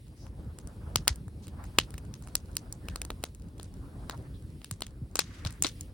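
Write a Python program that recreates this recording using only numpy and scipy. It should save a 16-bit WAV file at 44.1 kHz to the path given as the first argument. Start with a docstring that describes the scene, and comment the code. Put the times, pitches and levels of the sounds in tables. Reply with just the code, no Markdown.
"""On a lawn, a log fire burns in a ring of boulders, heard by a phone with two microphone ports. Pockets of
steam burst in the wood: sharp bursts of noise that the stones throw back, with many small faint ones. Sheets of
flame flap as falling low tones, and gas escapes as short bands of fluttering noise. Behind them the flames
rumble, roar and breathe and sap hisses faintly, all made of shaped noise."""
import sys
import numpy as np
from scipy import signal
from scipy.fft import rfft, irfft, next_fast_len
from scipy.io import wavfile
from scipy.ndimage import uniform_filter1d, map_coordinates

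SR = 44100
rng = np.random.default_rng(int(sys.argv[2]) if len(sys.argv) > 2 else 0)


def wrap_up_sound(samples):
    """Save the sound to the file named by the first command line argument, as 16-bit audio."""
    columns = np.atleast_2d(samples).T
    # keep every value between -1 and 1, then stretch to whole-number steps
    tamed = np.clip(columns, -1, 1)
    steps = np.round(tamed * 32767).astype(np.int16)
    wavfile.write(sys.argv[1], SR, steps)


N = 261513

EARLY_S = 0.006  # quiet room kept before each burst

# Bursting pockets of steam: (t/s, level/dB, ring f/Hz, thump level/dB, snap level/dB, echo level/dB,
# burst t60/s, left-right level/dB); thump, snap and echo count from the pop's own level
BURSTING_POCKETS = [(0.2664, -46.5, 1990, -3, -15, -14, 0.0086, 9),
                    (0.5868, -34.5, 7050, -19.5, -9, -13, 0.012, 2),
                    (0.6734, -41.5, 9500, -13, -3.5, -15, .0045, 9),
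                    (0.9584, -3, 5400, -21, -17, -22, 0.0066, 7.5),
                    (1.0744, -24, 1900, -7.5, -18, 0.5, .011, 3),
                    (1.0791, 0.5, 5130, -29.5, -15.5, -26, 0.0063, 6),
                    (1.1585, -42.5, 10200, -39.5, -1.5, -19, .005, 3),
                    (1.281, -49.5, 1840, 0.5, -5, -13.5, .0086, 4.5),
                    (1.4696, -36.5, 8640, -21, -14, -10, 0.0077, 4),
                    (1.481, -39, 3430, -16, -9, -25.5, .009, 4),
                    (1.6397, -41.5, 1960, -12, -7.5, -3.5, .016, 4),
                    (1.786, 3, 2990, -21, -22, -24.5, 0.01, 1.5),
                    (1.906, -40, 9250, -21, -7.5, -14, 0.0066, 4),
                    (1.9403, -35, 2120, -13, -12.5, -20.5, 0.014, 2),
                    (1.9798, -32, 2430, -14.5, -10, -24, 0.027, 3),
                    (2.1396, -31, 5900, -34, -16, -15, .007, 9),
                    (2.2238, -45.5, 8100, -10.5, -5, -3.5, 0.0055, 4),
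                    (2.2736, -36.5, 9400, -11.5, -12.5, -11.5, 0.0049, -2),
                    (2.3535, -8.5, 5000, -27.5, -10, -25.5, 0.0055, 0),
                    (2.554, -41.5, 8000, -30, -5, -27, 0.0077, 4),
                    (2.5679, -14.5, 5170, -32, -9, -23, .008, 0),
                    (2.7255, -33.5, 6900, -40.5, 0.5, -16.5, 0.0043, 3),
                    (2.8854, -20.5, 2700, -19, -20, -20, 0.0084, 3),
                    (2.9588, -22, 4330, -14.5, -11.5, -25, 0.0078, 5),
                    (3.017, -18, 9700, -28.5, -12.5, -30, 0.0065, 4),
                    (3.0504, -29, 8550, -18, -10, -31, .0066, 4),
                    (3.1036, -20.5, 3810, -11.5, -19.5, -26.5, .01, 1.5),
                    (3.229, -40, 5000, -19, -11, -25, .005, 3),
                    (3.2387, -14.5, 3800, -14.5, -15.5, -23.5, 0.0073, 2),
                    (3.3485, -45, 7180, -30, -3.5, -20.5, 0.0038, 9.5),
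                    (3.4208, -48, 4990, -30.5, -11, -16, .006, 2.5),
                    (3.5975, -34.5, 3700, -8, -15, -13, 0.01, 11),
                    (3.6299, -37, 9260, -23, -5, -6.5, 0.0054, 1),
                    (4.0969, -19, 4120, -12.5, -19, -13.5, 0.012, 3.5),
                    (4.6167, -38, 2007, -15, -26, -17, 0.0082, 0.5),
                    (4.6445, -26.5, 9300, -27.5, -14.5, -19.5, 0.0086, 4),
                    (4.7114, -26.5, 8270, -15.5, -4.5, -13, 0.012, 14),
                    (4.807, -32.5, 8500, -14, -8, -29, 0.0051, 0),
                    (4.8206, -13, 3650, -21, -22, -24, 0.0091, 3),
                    (4.8665, -33, 3210, -24, -11.5, -17.5, .01, 4),
                    (5.1558, -18, 6930, -12.5, -7.5, -8.5, 0.016, 2.5),
                    (5.191, -7.5, 5960, -17.5, -12.5, -11.5, 0.019, 10.5),
                    (5.4498, -19, 4000, -18.5, -22.5, -7.5, 0.025, 8),
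                    (5.47, -28, 5600, -39, -18, -17, 0.019, 21), (5.506, -40, 2140, -22, -8, -8, .008, 12),
                    (5.5251, -42, 8850, -17, -4.5, -6, .0065, 7),
                    (5.6238, -17.5, 7020, -20.5, 1, -0.5, .008, 3.5),
                    (5.6457, -11, 3760, -18.5, -34, -10.5, 0.029, 6),
                    (5.667, -19, 6100, -27, -15, -11, 0.029, 14.5),
                    (5.6882, -41, 6540, -28, -3, -29, .01, 14),
                    (5.8092, -36.5, 6300, -37, 2, -16, 0.011, 7.5)]


def pops():
    """Steam bursts pockets in the wood at set times; many fainter bursts come at random moments."""
    out = np.zeros((2, N + SR))
    ticks = []
    for when, loud, thump, snap, ring in rng.random((70, 5)):
        start = 0.0095 + when * N / SR
        level_db = -54 + 11 * loud ** 6.8  # most ticks stay near the faintest level
        ticks.append((start, level_db, 2500 + 6000 * ring, -22 + 8 * thump, -18 + 10 * snap, -21, 0.005, 3))
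    for start, level_db, ring_hz, thump_db, snap_db, echo_db, t60, pan_db in list(BURSTING_POCKETS) + ticks:
        burst = pop(ring_hz, thump_db, snap_db, t60, echo_db, pan_db)
        place = out[:, round((start - EARLY_S) * SR):]
        place[:, :burst.shape[1]] += amp(level_db) * burst
    return out[:, :N]


# Tone colour of a pop at the microphone: (f/Hz, relative level/dB per Hz)
POP_COLOUR = [(120, -45), (200, -14.5), (479, -10.5), (1260, -6), (2330, -6.5), (3190, -6.5), (4220, -6),
              (5780, -10.5), (6340, -7.5), (7230, -12), (9550, -11), (11700, -10), (12900, -14.5),
              (15500, -6), (17000, -33.5)]
# How far the left port leads the right: (f/Hz, phase/radians)
LEFT_LEAD = [(0, 0), (1120, 0.4), (1640, -1.3), (1890, -0.4), (4570, 1.7), (5860, -2.3), (6550, -3.0),
             (7060, -4.9), (7920, -5.0), (8610, -6.1), (8960, -6.1), (15200, -11.8), (16400, -12.1),
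             (16700, -12.8)]
# How much of a pop's left-right difference each pitch shows: (f/Hz, share)
SIDE_SHARE = [(400, 0), (1300, .4), (3500, 1.1), (6000, .9), (8500, -.1), (15000, 0)]
# Echoes from the boulders: (delay t/s, relative level/dB, smear t60/s)
STONE_ECHOES = [(0.0125, 5.5, .011), (0.021, -8, 0.015), (.0255, -6.5, 0.013), (0.047, -17.5, 0.02024),
                (0.0099, -13, 0.14)]
RING_DB, RING_OCTAVES = 8, 0.22  # how far a pop's ring stands out, and its width
ECHO_TOP_HZ = 10200  # rough rock returns little above this


def pop(ring_hz, thump_db, snap_db, t60, echo_db, pan_db):
    """One burst: a sudden crack, the log's short rattle and the stones' smeared answers."""
    t = np.arange(4096) / SR - EARLY_S
    noise = rng.standard_normal((4, len(t)))
    crack = arriving(t, 0, 0.00011, np.clip(t60, 0.001, 0.05))
    rattle = amp(-9.0) * arriving(t, 0.00029, 0.0011, 0.015)
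    burst = noise[0] * (crack + rattle)
    burst[round((EARLY_S + 0.0004) * SR)] += 4.5  # the pocket's wall gives way in one step
    burst[round((EARLY_S + 0.0011) * SR)] += 2.5  # and once more off the ground
    # the low end is mostly one even shove of air
    push = 2.2 * arriving(t, 0, 0.00044, 0.002) + 0.54 * burst

    def split(hz):
        """Shares of the thump, middle and snap bands, which meet at 1500 and 6000 Hz."""
        above = 1 / (1 + (np.array([[1500], [6000]]) / (hz + 1)) ** 6)
        return np.diff(np.vstack([0 * hz, 1 - above, 0 * hz + 1]), axis=0)

    def body(hz):
        """Tone of the three bands, with the ring standing out."""
        tone = amp(along(POP_COLOUR, hz) + RING_DB * bell(hz, ring_hz, RING_OCTAVES))
        return tone * split(hz) / (1 + (hz / 14500) ** 8)

    bands = filtered(np.array([push, burst, burst]), body)
    # thump and snap: energy as if held for 2.2 ms; the middle band is set by its peak
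    gains = np.array([amp(thump_db), 0, amp(snap_db)]) * np.sqrt(0.0022 * SR) / np.linalg.norm(bands, axis=1)
    gains[1] = 0.47 / np.abs(bands[1]).max()

    side = np.array([[1], [-1]])  # left, right

    def port(hz):
        """Level and phase of the pop at each port."""
        level = amp(side * pan_db / 2 * along(SIDE_SHARE, hz))
        return level * np.exp(0.5j * along(LEFT_LEAD, hz) * side)

    direct = filtered(gains @ bands, port)

    smear = sum(amp(db) * arriving(t, delay, 0.0011, spread) for delay, db, spread in STONE_ECHOES)
    # many small faces of rock answer unevenly
    smear = smear * amp(1.9 * np.repeat(rng.standard_normal(64), 64))

    def dull(hz):
        """Echo tone: half the ring in dB, and mostly the middle pitches."""
        tone = gains @ body(hz) * amp(-0.5 * RING_DB * bell(hz, ring_hz, RING_OCTAVES))
        return tone * (0.44 + bell(hz, 4200, 0.9)) / (1 + (hz / ECHO_TOP_HZ) ** 10)

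    # part shared and part separate noise, so the echoes come from all around
    around = filtered(smear * (0.55 * noise[1] + 0.56 * noise[2:]), dull)
    return direct + amp(echo_db) * around / np.abs(around).max()


# Sheets of flame that flap: (t/s, peak level/dB, pitch scale f/Hz, rise t/s);
# the pitch slides from 4.14 times the scale down towards 0.78 times
FLAPPING_SHEETS = [(0.467, -33.5, 90.3, 0.021), (0.824, -38, 101, 0.017), (0.949, -31, 114.4, 0.018),
                   (1.094, -25.5, 70.7, 0.018), (2.044, -34.5, 68.8, 0.026), (3.1, -34, 49.4, 0.018),
                   (4.71, -31.5, 113, 0.0153), (5.013, -31, 132, 0.012), (5.454, -26, 96.6, 0.012)]


def flaps():
    """A sheet of flame tears loose: a tight push that slackens to a low cycle, alike at both ports."""
    out, t = np.zeros(N + SR), np.arange(SR // 8) / SR
    for start, level_db, hz, rise in FLAPPING_SHEETS:
        swell = (t / rise * np.exp(1 - t / rise)) ** 3.1
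        pitch = hz * (0.78 + 3.36 * np.exp(-t / (0.38 * rise)))
        tone = np.sin(2 * np.pi * np.cumsum(pitch) / SR)
        out[round(start * SR):][:len(t)] += amp(level_db) * swell * tone
    return out[:N]


# Jets of steam and gas, the narrow ones whistle:
# (t/s, length t/s, centre f/Hz, width/octaves, level/dB before the swell and flutter)
GAS_JETS = [(0.162, 0.13, 5340, 0.24, -64.5), (1.421, 0.046, 4700, 0.81, -59),
            (1.563, 0.1, 966, 0.63, -53.5), (2.819, 0.14, 1750, 0.15, -63), (3.101, 0.023, 444, 0.73, -46),
            (4.123, 0.038, 900, 0.41, -52), (4.337, 0.041, 3700, 0.18, -66),
            (4.246, 0.03, 1172, 0.79, -61.5), (5.215, 0.26, 3450, 0.89, -60.5),
            (5.226, .39, 1560, 0.55, -58), (5.644, .02, 290, 0.62, -34)]


def puffs():
    """Gas escapes from a split in the wood: a fluttering band of noise that swells and fades."""
    out = np.zeros((2, N + SR))
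    for start, length, hz, octaves, level_db in GAS_JETS:
        n = round(length * SR)
        noise = rng.standard_normal((3, n))
        # part shared, part separate noise for left and right
        band = filtered(0.58 * noise[0] + 0.85 * noise[1:], lambda f: bell(f, hz, octaves))
        flutter = amp(level_db + 1.8 * wobble(61)[:n])
        swell = np.hanning(n) ** 0.26
        out[:, round(start * SR):][:, :n] += flutter * swell * unit(band)
    return out[:, :N]


# How strongly the fire burns: (t/s, rumble level/dB, sap hiss level/dB)
BURNING = [(0.0, -47, -69), (0.38, -43.5, -68), (0.89, -41.5, -66), (1.34, -44.5, -68.5),
           (1.75, -41.5, -64), (2.0, -42.5, -67), (3.06, -42, -66), (3.4, -45.5, -69.5),
           (3.98, -41.5, -66.5), (4.13, -40, -64.5), (4.26, -43, -65.5), (4.77, -46.5, -67.5),
           (4.92, -44.5, -72), (5.19, -46, -69), (5.33, -45, -73), (5.63, -44, -62.5), (5.81, -45, -59.5),
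           (5.93, -45.5, -70)]
# Tone colours of the rumble, roar and hiss: (f/Hz, relative level/dB per Hz)
RUMBLE_COLOUR = [(12, -51), (20, -29), (49, 2), (98, -1), (215, -12), (310, -14), (341, -18), (567, -28),
                 (743, -49), (900, -39), (1170, -77.5), (1980, -120)]
ROAR_COLOUR = [(290, -21.5), (500, -5.5), (1630, -14.5), (1820, -20.5), (3000, -35.5), (3900, -54),
               (6600, -120)]
HISS_COLOUR = [(1060, -33.5), (1800, 0), (5010, -3), (6580, -10.5), (9580, -1.5), (11300, -2.5),
               (11900, -11.5), (12200, -41), (13200, -37), (13700, -6), (15200, -9), (16100, 3.5),
               (16500, -26.5), (17000, -40)]
ROAR_DB, ROAR_GROWS = -20.5, 2.2  # roar against the mean rumble, and how much wider it swings in dB


def flames():
    """Turbulent burning: a lumpy rumble, a breathy roar that swells with it and a thin hiss of sap."""
    times, *columns = np.transpose(BURNING)
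    strength_db, hiss_db = (np.interp(np.arange(N) / SR, times, column) for column in columns)
    mean_db = strength_db.mean()
    roar_db = mean_db + ROAR_DB + ROAR_GROWS * (strength_db - mean_db)
    flicker = wobble(12)  # shared by rumble and roar
    rumble = unit(amp(0.703 * flicker + 1.8 * wobble(40)) * rush(RUMBLE_COLOUR, patchy_db=1.23))
    roar = unit(amp(0.9 * flicker + 2.6 * wobble(45)) * rush(ROAR_COLOUR, patchy_db=2.1))
    hiss = unit(amp(0.82 * wobble(15)) * rush(HISS_COLOUR, patchy_db=1.5))
    return amp(strength_db) * rumble + amp(roar_db) * roar + amp(hiss_db) * hiss


# How alike the flames sound left and right: (f/Hz, likeness, 1 = the same, below 0 = opposed)
LIKENESS = [(60, 1), (150, 0.96), (380, 0.95), (950, 0.42), (2380, -0.21), (5980, 1), (15000, -0.33)]


def rush(colour, patchy_db):
    """Stereo noise of rms 1, louder and softer in random patches of time and pitch."""
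    grid = signal.stft(rng.standard_normal((2, N)), nperseg=512)[2]
    patches = uniform_filter1d(rng.standard_normal(grid.shape[1:]), size=6, axis=0)
    patches = uniform_filter1d(patches, size=10, axis=1)
    pair = signal.istft(grid * amp(patchy_db * unit(patches)), nperseg=512)[1][:, :N]

    def mid_side(hz):
        """More middle than side where left and right are alike."""
        turn = np.arccos(np.clip(along(LIKENESS, hz), -0.99, 0.99)) / 2
        return amp(along(colour, hz)) * [np.cos(turn), np.sin(turn)]

    mid, side = filtered(pair, mid_side)
    return unit(np.array([mid + side, mid - side]))


def amp(db):
    """Decibels to gain."""
    return 10 ** (np.asarray(db) / 20)


def unit(x):
    """Scaled to rms 1."""
    return x / np.sqrt(np.mean(x ** 2) + 1e-20)


def along(points, hz):
    """(Hz, value) points read on a log axis."""
    f, v = np.transpose(points)
    return np.interp(np.log(hz + 1), np.log(f + 1), v)


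def wobble(rate):
    """A smooth random curve, rate knots a second."""
    knots = rng.standard_normal(int(N * rate / SR) + 4)
    return map_coordinates(knots, [np.arange(N) * rate / SR])


def filtered(x, response):
    """x shaped by a response, possibly complex, that depends on frequency."""
    n = x.shape[-1]
    m = next_fast_len(2 * n)
    return irfft(rfft(x, m) * response(np.fft.rfftfreq(m, 1 / SR)), m)[..., :n]


def arriving(t, start, rise, t60):
    """An envelope that swells from start over rise while it decays by 60 dB per t60."""
    u = np.clip(t - start, 0, None)
    return (1 - np.exp(-u / rise)) * amp(-60 * u / t60)


def bell(hz, centre_hz, octaves):
    """A bump of height 1 on a log-frequency axis."""
    return np.exp(-0.5 * (np.log2((hz + 1) / centre_hz) / octaves) ** 2)


def scene():
    """The fire as it reaches the two ports."""
    return pops() + flaps() + puffs() + flames()


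TOP_HZ = 17100  # the phone's band limit


def record(dry):
    """The loudest peaks are rounded off, and the phone keeps nothing above its band limit."""
    rounded = dry / (1 + np.abs(dry / 0.93) ** 6) ** (1 / 6)
    return filtered(rounded, lambda hz: hz < TOP_HZ)


dry = scene()
out = record(dry)
wrap_up_sound(out)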